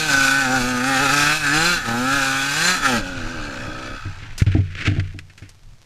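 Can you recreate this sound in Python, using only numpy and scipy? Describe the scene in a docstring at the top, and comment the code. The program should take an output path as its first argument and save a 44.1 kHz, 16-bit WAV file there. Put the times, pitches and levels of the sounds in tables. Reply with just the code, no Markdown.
"""A two-stroke dirt bike climbs a gravel track, heard from a cased camera on the rider.
The throttle opens and closes: firing pulses feed a pipe note, a ringing case, a noisy rasp and a whine.
The engine drops to a noisy burble and dies away as the bike falls against a dirt bank with deep sine thuds.
It slides through the soil in swelling scrapes of random grit, and stones tick as short noise bursts.
Tyre crunch, low buffeting and a faint hiss, all filtered noise, lie underneath."""
import sys
import numpy as np
from scipy import signal
from scipy.fft import rfft, irfft, next_fast_len
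from scipy.io import wavfile
from scipy.ndimage import uniform_filter1d, map_coordinates

SR = 44100
rng = np.random.default_rng(int(sys.argv[2]) if len(sys.argv) > 2 else 0)


def store_pcm(level_fs):
    """Save levels as 16-bit WAV."""
    pcm = np.round(np.clip(level_fs, -1, 1) * 32767).astype(np.int16)
    wavfile.write(sys.argv[1], SR, np.atleast_2d(pcm).T)


N = 257984

# spectrum of disturbed soil and stones, shared by clacks and scrapes: pitch_hz [Hz], density_db [dB per Hz]
SOIL_COLOUR = [(330, 1.5), (900, -17), (1450, 5.5), (2450, 5), (3400, -2.5), (7500, -18.5), (14000, -48)]


def amp(db):
    """Decibels to linear gain."""
    return 10 ** (np.asarray(db) / 20)


def unit(x):
    """x scaled to rms 1 overall."""
    return x / np.sqrt(np.mean(x ** 2) + 1e-20)


def steady(x):
    """x held at rms 1 from moment to moment."""
    return x / np.sqrt(np.abs(uniform_filter1d(x * x, size=2200)) + 1e-12)


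def curves(rows):
    """One value per sample for each column after the time."""
    s, *cols = np.transpose(rows)
    return [np.interp(np.arange(N) / SR, s, c) for c in cols]


def wobble(rate):
    """A smooth random curve, rate knots a second."""
    knots = rng.standard_normal(int(N * rate / SR) + 4)
    return map_coordinates(knots, [np.arange(N) * rate / SR])


def filtered(x, response):
    """x times a complex response of frequency."""
    m = 2 * next_fast_len(N // 2 + SR // 4)
    return irfft(rfft(x, m) * response(np.fft.rfftfreq(m, 1 / SR)), m)[:N]


def coloured(x, points):
    """x through a causal (minimum-phase) filter with the given (Hz, dB) points."""
    f, db = np.transpose(points)

    def response(hz):
        log_gain = np.log(amp(np.interp(np.log(hz + 1), np.log(f), db)))
        cepstrum = irfft(log_gain)
        half = len(cepstrum) // 2
        # folding the cepstrum forward in time makes the filter causal
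        cepstrum[1:half] *= 2
        cepstrum[half + 1:] = 0
        return np.exp(rfft(cepstrum))
    return filtered(x, response)


def pulses(at, sizes):
    """Clicks at fractional sample positions, each a windowed sinc."""
    taps = np.floor(at)[:, None] + np.arange(-7, 9)
    offset = taps - at[:, None]
    shape = np.sinc(offset) * np.cos(np.pi * offset / 16) ** 2
    places = np.clip(taps, 0, N).astype(int).ravel()
    return np.bincount(places, (shape * sizes[:, None]).ravel(), N + 1)[:N]


def add(track, s, sound):
    """Mix a sound into a track at time s."""
    room = track[round(s * SR):][:len(sound)]
    room += sound[:len(room)]


def smeared(x, spread_s, knot_hz):
    """x arriving by many paths: each frequency comes with its own delay."""
    def response(hz):
        knots = np.arange(0, SR, knot_hz)
        delay_s = np.interp(hz, knots, spread_s * rng.random(len(knots)))
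        return np.exp(-2j * np.pi * np.cumsum(delay_s) * hz[1])
    return filtered(x, response)


def blend(clean, rough, share):
    """Two sounds mixed by power, share being the rough part."""
    return np.sqrt(1 - share) * steady(clean) + np.sqrt(share) * steady(rough)


def dulled(x, corner_hz):
    """x with its treble rolled off."""
    return filtered(x, lambda hz: 1 / np.hypot(1, (hz / corner_hz) ** 2))


def ribbed(x, depth_db, spacing_hz):
    """x through the many narrow, close resonances of panels and shell, as random ripples in level."""
    knots = np.arange(0, SR, spacing_hz)

    def response(hz):
        return amp(np.interp(hz, knots, depth_db * rng.standard_normal(len(knots))))
    return filtered(x, response)


def resonance(f, centre_hz, width_hz):
    """Response of one damped resonance, with gain 1 at its centre."""
    return 1j * f * width_hz / (centre_hz * centre_hz - f * f + 1j * f * width_hz)


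def resonating(x, modes):
    """x ringing in (Hz, width Hz, dB) resonances of alternating polarity."""
    def response(f):
        return sum((-1) ** k * amp(db) * resonance(f, centre_hz, width_hz)
                   for k, (centre_hz, width_hz, db) in enumerate(modes))
    return filtered(x, response)


def tone(x, hz):
    """x passed twice through one resonance 55 Hz wide, which singles out a narrow band."""
    mode = [(hz, 55, 0)]
    return resonating(resonating(x, mode), mode)


def shelled(x, width_hz=45):
    """x with the shell's narrow resonances ringing on top."""
    # narrow ribs of the shell that stand out of the rasp: pitch_hz [Hz], level_db [dB]
    shell_modes = [(2582, -3), (2936, -2.5), (3390, 6), (4077, -26), (6046, 5.5), (7163, 6.5)]

    def response(f):
        return 1 + sum(amp(db) * resonance(f, centre_hz, width_hz) for centre_hz, db in shell_modes)
    return filtered(x, response)


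def shifting(x, depth_db=2.5):
    """The microphone moves with the rider, so single partials swell and fade."""
    z = signal.stft(x, nperseg=2048)[2]
    field = uniform_filter1d(rng.standard_normal(z.shape), size=6, axis=0)  # across pitch
    field = uniform_filter1d(field, size=8, axis=1)  # across time
    return signal.istft(z * amp(depth_db * unit(field)))[1][:N]


def grit(per_second, spread_db):
    """Countless tiny contacts of uneven size."""
    hits = rng.random(N) < per_second / SR
    return unit(hits * rng.standard_normal(N) * amp(spread_db * rng.standard_normal(N)))


def stalling(fade_s, stall_s=3.94):
    """Full gain until the engine stalls, then a straight fade to silence."""
    return np.clip(1 - (np.arange(N) / SR - stall_s) / fade_s, 0, 1)


def exhaust_note(at, size_db, noise_share, speed, coasting, mellow_hz=600):
    """Firing pulses ring the pipe; with the throttle shut they smear into a burble."""
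    # spectrum of the pipe with the throttle open: pitch_hz [Hz], level_db [dB]
    pipe = [(50, -0.5), (125, 0), (180, 4.5), (255, 9.5), (320, 1), (400, -9), (510, 1.5), (660, -12),
            (790, 5.5), (950, -11), (2000, -33)]
    # spectrum of the pipe with the throttle shut: pitch_hz [Hz], level_db [dB]
    burble_colour = [(45, -68), (100, -18), (190, -3), (245, 7), (305, 9), (385, -9.5), (560, 4.5),
                     (690, -12.5), (810, -5), (950, -15), (2200, -53)]
    # firing rates between which the note loses its upper partials: start and end [firings per second]
    high_revs_hz = [134, 172]
    firings = blend(pulses(at, amp(size_db)), rng.standard_normal(N), noise_share)
    burble = coloured(smeared(firings, .025, 90), burble_colour)
    note = shifting(blend(coloured(firings, pipe), burble, coasting))
    return blend(note, dulled(note, mellow_hz), np.interp(speed, high_revs_hz, [0, 1]))


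def case_ring(drive, sing_hz=1513):
    """The bangs ring the camera case, which at set moments sings almost as a pure tone."""
    # camera case resonances: pitch_hz [Hz], width_hz [Hz], level_db [dB]
    case_modes = [(1275, 84.5, 0), (1519, 93, 6.5), (1669, 91, 0.5), (1744, 62, 0.5)]
    # how far the ring narrows to one tone: time_s [s], tone_share [0 to 1, of power]
    singing_points = [(.41, .78), (.47, .04), (1.1, .04), (1.5, .35), (1.9, .05)]
    singing, = curves(singing_points)
    return blend(shifting(resonating(drive, case_modes), depth_db=4.0), tone(drive, sing_hz), singing)


def gas_rasp(drive, coasting, dull_hz=5800):
    """Each firing blows down in a puff of rasping gas that rings the shell, duller with the throttle shut."""
    # blow-down rasp spectrum: pitch_hz [Hz], density_db [dB per Hz]
    rasp_colour = [(150, -17.5), (1050, -6), (1500, 0.5), (2000, -9), (2450, 4.5), (3100, -5.5), (4200, -2),
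                   (5300, -5.5), (7200, -7), (8200, -10), (14500, -23)]
    rasp = coloured(shelled(ribbed(drive, 1.2, 55)), rasp_colour)
    return shifting(blend(rasp, dulled(rasp, dull_hz), coasting))


def engine(whine_hz=4090, overrun_hz_per_s=750, last_firings_s=.06, run_out_s=.6):
    """Each firing sends a pulse down the pipe, a sharp bang into the case and a puff of rasping gas."""
    # crank speed: time_s [s], firing_rate [firings per second]
    speed_points = [(0.05, 156.8), (0.13, 137.6), (0.28, 133.6), (0.39, 139.0), (0.48, 126.0),
                    (0.55, 132.0), (0.62, 121.2), (0.69, 126.6), (0.8, 122.3), (0.89, 137.2), (0.98, 129.6),
                    (1.03, 144.1), (1.09, 131.1), (1.13, 143.7), (1.26, 146.0), (1.37, 157), (1.48, 139),
                    (1.7, 178.9), (1.76, 168.5), (1.86, 115.7), (1.93, 115.6), (2.16, 142.2), (2.22, 133.5),
                    (2.42, 135.5), (2.53, 144), (2.69, 183.1), (2.75, 184.4), (2.81, 146.0), (2.96, 115.0),
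                    (3.02, 89), (3.08, 93), (3.23, 80), (3.31, 86), (3.36, 77.5), (3.48, 71.5),
                    (3.53, 62.5), (3.65, 65), (3.74, 61), (3.94, 67)]
    # the three voices as the throttle works: time_s [s], exhaust_note_db, metallic_ring_db, rasp_db [dB]
    voice_levels = [(0.07, -30.5, -26, -24), (0.13, -25.5, -16.5, -21), (0.41, -27.5, -18.5, -22.5),
                    (0.5, -21.5, -25, -29.5), (0.56, -20, -17.5, -24), (0.6, -23.5, -26.5, -26),
                    (0.82, -23.5, -24.5, -29.5), (0.93, -22, -20.5, -24), (1.32, -26, -18, -20),
                    (1.39, -35, -32.5, -26), (1.46, -28.5, -18.5, -25.5), (1.56, -22, -20, -20.5),
                    (1.72, -28, -19, -22), (1.83, -40, -29.5, -35), (1.89, -24, -25, -29),
                    (2.02, -22, -26.5, -31.5), (2.11, -25, -19, -24.5), (2.54, -32, -25.5, -25),
                    (2.7, -26, -18.5, -18.5), (2.81, -36, -29, -30.5), (2.86, -25.5, -13.5, -20),
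                    (2.9, -21.5, -25, -25), (2.96, -19.5, -22, -24), (3.02, -32.5, -34, -36),
                    (3.98, -38, -36, -41), (4.2, -59, -44.5, -44)]
    # firing rates between which the throttle goes from shut to open: shut, open [firings per second]
    coasting_hz = [87.7, 117.96]
    # a whine that grows with the revs: firing_rate [firings per second], level_db [dB over the rasp]
    whine_levels = [(140, -20), (168, -7.5)]
    # power share of noise in each voice: (throttle open, throttle shut)
    note_shares, ring_shares, rasp_shares = (.005, .025), (.08, .7), (.55, .9)

    speed, = curves(speed_points)
    note_db, ring_db, rasp_db = curves(voice_levels)
    coasting = np.interp(speed, coasting_hz, [1, 0])
    # when the revs drop suddenly the firing breaks up into noise
    overrun = np.clip(-np.gradient(speed) * SR / overrun_hz_per_s, 0, 1) ** 3
    note_noise, ring_noise, rasp_noise = [np.maximum(overrun, pulling + (shut - pulling) * coasting)
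                                          for pulling, shut in (note_shares, ring_shares, rasp_shares)]

    # firing times drift a little, more so when coasting
    drift = (.002 + .007 * coasting) * wobble(30)
    turns = np.cumsum(speed * (1 + drift)) / SR
    count = int(turns[-1]) + 1
    at = np.interp(np.arange(count), turns, np.arange(N))
    # no two charges burn alike, least of all with the throttle shut
    timing, bang_chance, note_chance = rng.standard_normal((count, 3)).T
    uneven_db = .8 + .7 * coasting[at.astype(int)]
    at = at + .000022 * SR * timing  # 22 microseconds of jitter

    note = exhaust_note(at, uneven_db * note_chance, note_noise, speed, coasting)
    # under load the bangs dominate the ring; coasting leaves mostly loose mechanical clatter
    bangs = smeared(pulses(at, amp(1.8 * bang_chance)), .007, 170)
    puff = 1 + np.exp(-(turns % 1) * 2)  # strongest at each firing
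    rasp = gas_rasp(blend(bangs, puff * rng.standard_normal(N), rasp_noise), coasting)
    ring = case_ring(blend(bangs, puff * rng.standard_normal(N), ring_noise))
    whine_db = np.interp(speed, *np.transpose(whine_levels))

    rasp_and_whine = steady(rasp) + amp(whine_db) * steady(tone(bangs, whine_hz))
    sound = amp(note_db) * stalling(last_firings_s) * steady(note)
    sound += amp(ring_db) * steady(ring)
    sound += amp(rasp_db + 1.13 * wobble(25.745)) * rasp_and_whine  # the rasp flickers in level
    return sound * stalling(run_out_s)


def thuds(rest_hz=92, squeeze_hz=20, relax_s=0.015, tail_db=-16, tail_t60=0.75, attack_s=0.0022,
          shudder_db=-13):
    """A blow booms low, a little sharper while the contact is pressed, knocks the frame and shakes loose parts."""
    # heavy blows, levels before the layer trims: start_s [s], thud_db [dB], thud_t60 [s], knock_db [dB]
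    blows = [(3.169, -26, 0.067, -36), (3.48, -34, 0.093, -41), (3.677, -24, 0.066, -22.5),
             (4.054, -27, 0.35, -27.5), (4.224, -29, 0.076, -37), (4.419, -0.5, 0.042, -37),
             (4.466, -12, 0.23, -24.5), (4.55, -4, 0.037, -7), (4.585, -11.5, 0.13, -20),
             (4.876, -13, 0.14, -12.5), (4.916, -19, 0.098, -19.5), (4.964, -19, 0.024, -18.5),
             (4.982, -18, 0.22, -20), (5.144, -38, 0.21, -29.5), (5.421, -30.5, 0.09, -35)]
    # what the frame knocks with: pitch_hz [Hz], level_db [dB], t60 [s]
    frame_modes = [(149, -6, 0.51), (251, 5, 0.1), (298.5, 4, 0.16), (406, -16.5, 0.26), (670, -9.5, 0.088),
                   (754, -12.5, 0.078)]
    out, shake, t = np.zeros(N), np.zeros(N), np.arange(SR * 3 // 4) / SR
    # the pitch starts squeeze_hz above rest and relaxes
    swing = np.sin(2 * np.pi * (rest_hz * t + squeeze_hz * relax_s * (1 - np.exp(-t / relax_s))))
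    rise = 1 - np.exp(-t / attack_s)
    knock = sum(amp(level - 60 * t / life) * np.sin(2 * np.pi * hz * t) for hz, level, life in frame_modes)
    for s, db, t60, knock_db in blows:
        # short thuds get less of the long tail
        tail = amp(tail_db - 60 * t / tail_t60) * min(t60 / 0.13, 1) ** 2
        boom = swing * (amp(-60 * t / t60) + tail)
        add(out, s, (amp(db + 5.5) * boom + amp(knock_db - 8.0) * knock) * rise)
        add(shake, s, amp(db + shudder_db - 60 * t / t60) * rise)
    shudder = coloured(rng.standard_normal(N), [(50, -15), (150, 6.0), (900, -25.5), (3000, -82)])
    return out + shake * steady(shudder)


def slide():
    """Soil and gravel scrape along the bike in uneven clumps; each scrape swells and fades."""
    # scrapes, swell and fade timed over 20 dB: peak_s [s], level_db [dB], swell_s [s], fade_s [s]
    scrapes = [(4.26, -41.5, 0.43, 0.25), (4.404, -29.5, 0.02, 0.014), (4.527, -30.5, 0.028, 0.11),
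               (4.874, -22, 0.15, 0.042), (4.95, -38.5, 0.099, 0.25)]
    t = np.arange(N) / SR
    pressure = sum(amp(db - 20 * np.maximum((s - t) / swell, (t - s) / fade)) for s, db, swell, fade in scrapes)
    stones = grit(per_second=7000, spread_db=3.1) * amp(2.8 * wobble(90))
    return pressure * unit(coloured(stones, SOIL_COLOUR))


def clacks():
    """Stones and hard parts strike: a dull crunch and a bright spray of noise, both dying fast."""
    # strikes before the layer trims: start_s [s], level_db [dB], treble_db [dB, spray over crunch], t60 [s]
    strikes = [(3.788, -25, -22, 0.031), (4.379, -21, 31, 0.13), (4.42, -15, -14, 0.028),
               (4.464, -25.5, -30, 0.2), (4.518, -24, -20, 0.045), (4.752, -20.5, -32, 0.03),
               (4.824, -26, -28, 0.046), (4.873, -16, -25, 0.05), (4.997, -17, -30, 0.046),
               (5.074, -36, -11, 0.048), (5.189, -22, -12, 0.04), (5.298, -37.5, -12, 0.082),
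               (5.377, -33, -6, 0.097), (5.422, -38.5, -15, 0.3), (5.492, -35, 20, 0.054)]
    dull, bright, t = np.zeros(N), np.zeros(N), np.arange(SR // 4) / SR
    for s, db, treble_db, t60 in strikes:
        # crunch and spray share the strike's power
        fall = amp(db - 60 * t / t60) / np.hypot(1, amp(treble_db))
        add(dull, s, fall)
        add(bright, s, fall * amp(treble_db))
    crunch = coloured(dull * rng.standard_normal(N), SOIL_COLOUR)
    spray = coloured(bright * rng.standard_normal(N), [(800, -6), (2500, -0.5), (6500, 3.5), (14000, -16.0)])
    return amp(-0.5) * crunch + amp(-2.5) * spray


def tyres(roll_db=-46.5, stop_s=4.6, braking_s=0.89):
    """Knobbly tyres crunch over the dirt as dense grit, fading out until the wheels stop."""
    # spectrum of tyres on dirt: pitch_hz [Hz], density_db [dB per Hz]
    tread_colour = [(150, -19), (900, 18), (6000, -32)]
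    rolling = np.clip((stop_s - np.arange(N) / SR) / braking_s, 0, 1)
    crunch = grit(per_second=6000, spread_db=2) * amp(2 * wobble(40))
    return amp(roll_db) * rolling * unit(coloured(crunch, tread_colour))


def buffet(gust_hz=12):
    """Low rumble of air and jolts on the case: dark noise with a wandering level."""
    # air and jolts, mean level: time_s [s], level_db [dB]
    buffet_levels = [(0, -34), (.6, -34), (2.8, -40), (3.05, -31.5), (3.5, -33.5), (4.9, -31), (5.2, -42.5),
                     (5.85, -50)]
    # rumble spectrum: pitch_hz [Hz], density_db [dB per Hz]
    rumble_colour = [(28, 7.5), (55, -12.5), (110, -0.5), (250, -26.5), (1500, -80)]
    level_db, = curves(buffet_levels)
    jolts_db = 3.5 * wobble(gust_hz)
    return amp(level_db + jolts_db) * unit(coloured(rng.standard_normal(N), rumble_colour))


def hiss():
    """Faint steady air with a sprinkle of falling dust."""
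    dust = grit(per_second=160, spread_db=1)
    air = rng.standard_normal(N) + 0.73 * dust
    return amp(-58.0) * unit(coloured(air, [(200, 1.5), (6000, -4.5), (14000, -22.0)]))


def scene():
    """All layers summed, the same in both channels."""
    mono = engine() + thuds() + slide() + clacks() + tyres() + buffet() + hiss()
    return np.array([mono, mono])


def record(dry, top_hz=14300):
    """The camera rounds off the highest peaks and keeps nothing above its band, little below 10 Hz."""
    rounded = dry / (1 + np.abs(dry / .93) ** 10) ** (1 / 10)
    return np.array([filtered(side, lambda hz: (hz < top_hz) * hz / (hz - 10j)) for side in rounded])


dry = scene()
out = record(dry)
store_pcm(out)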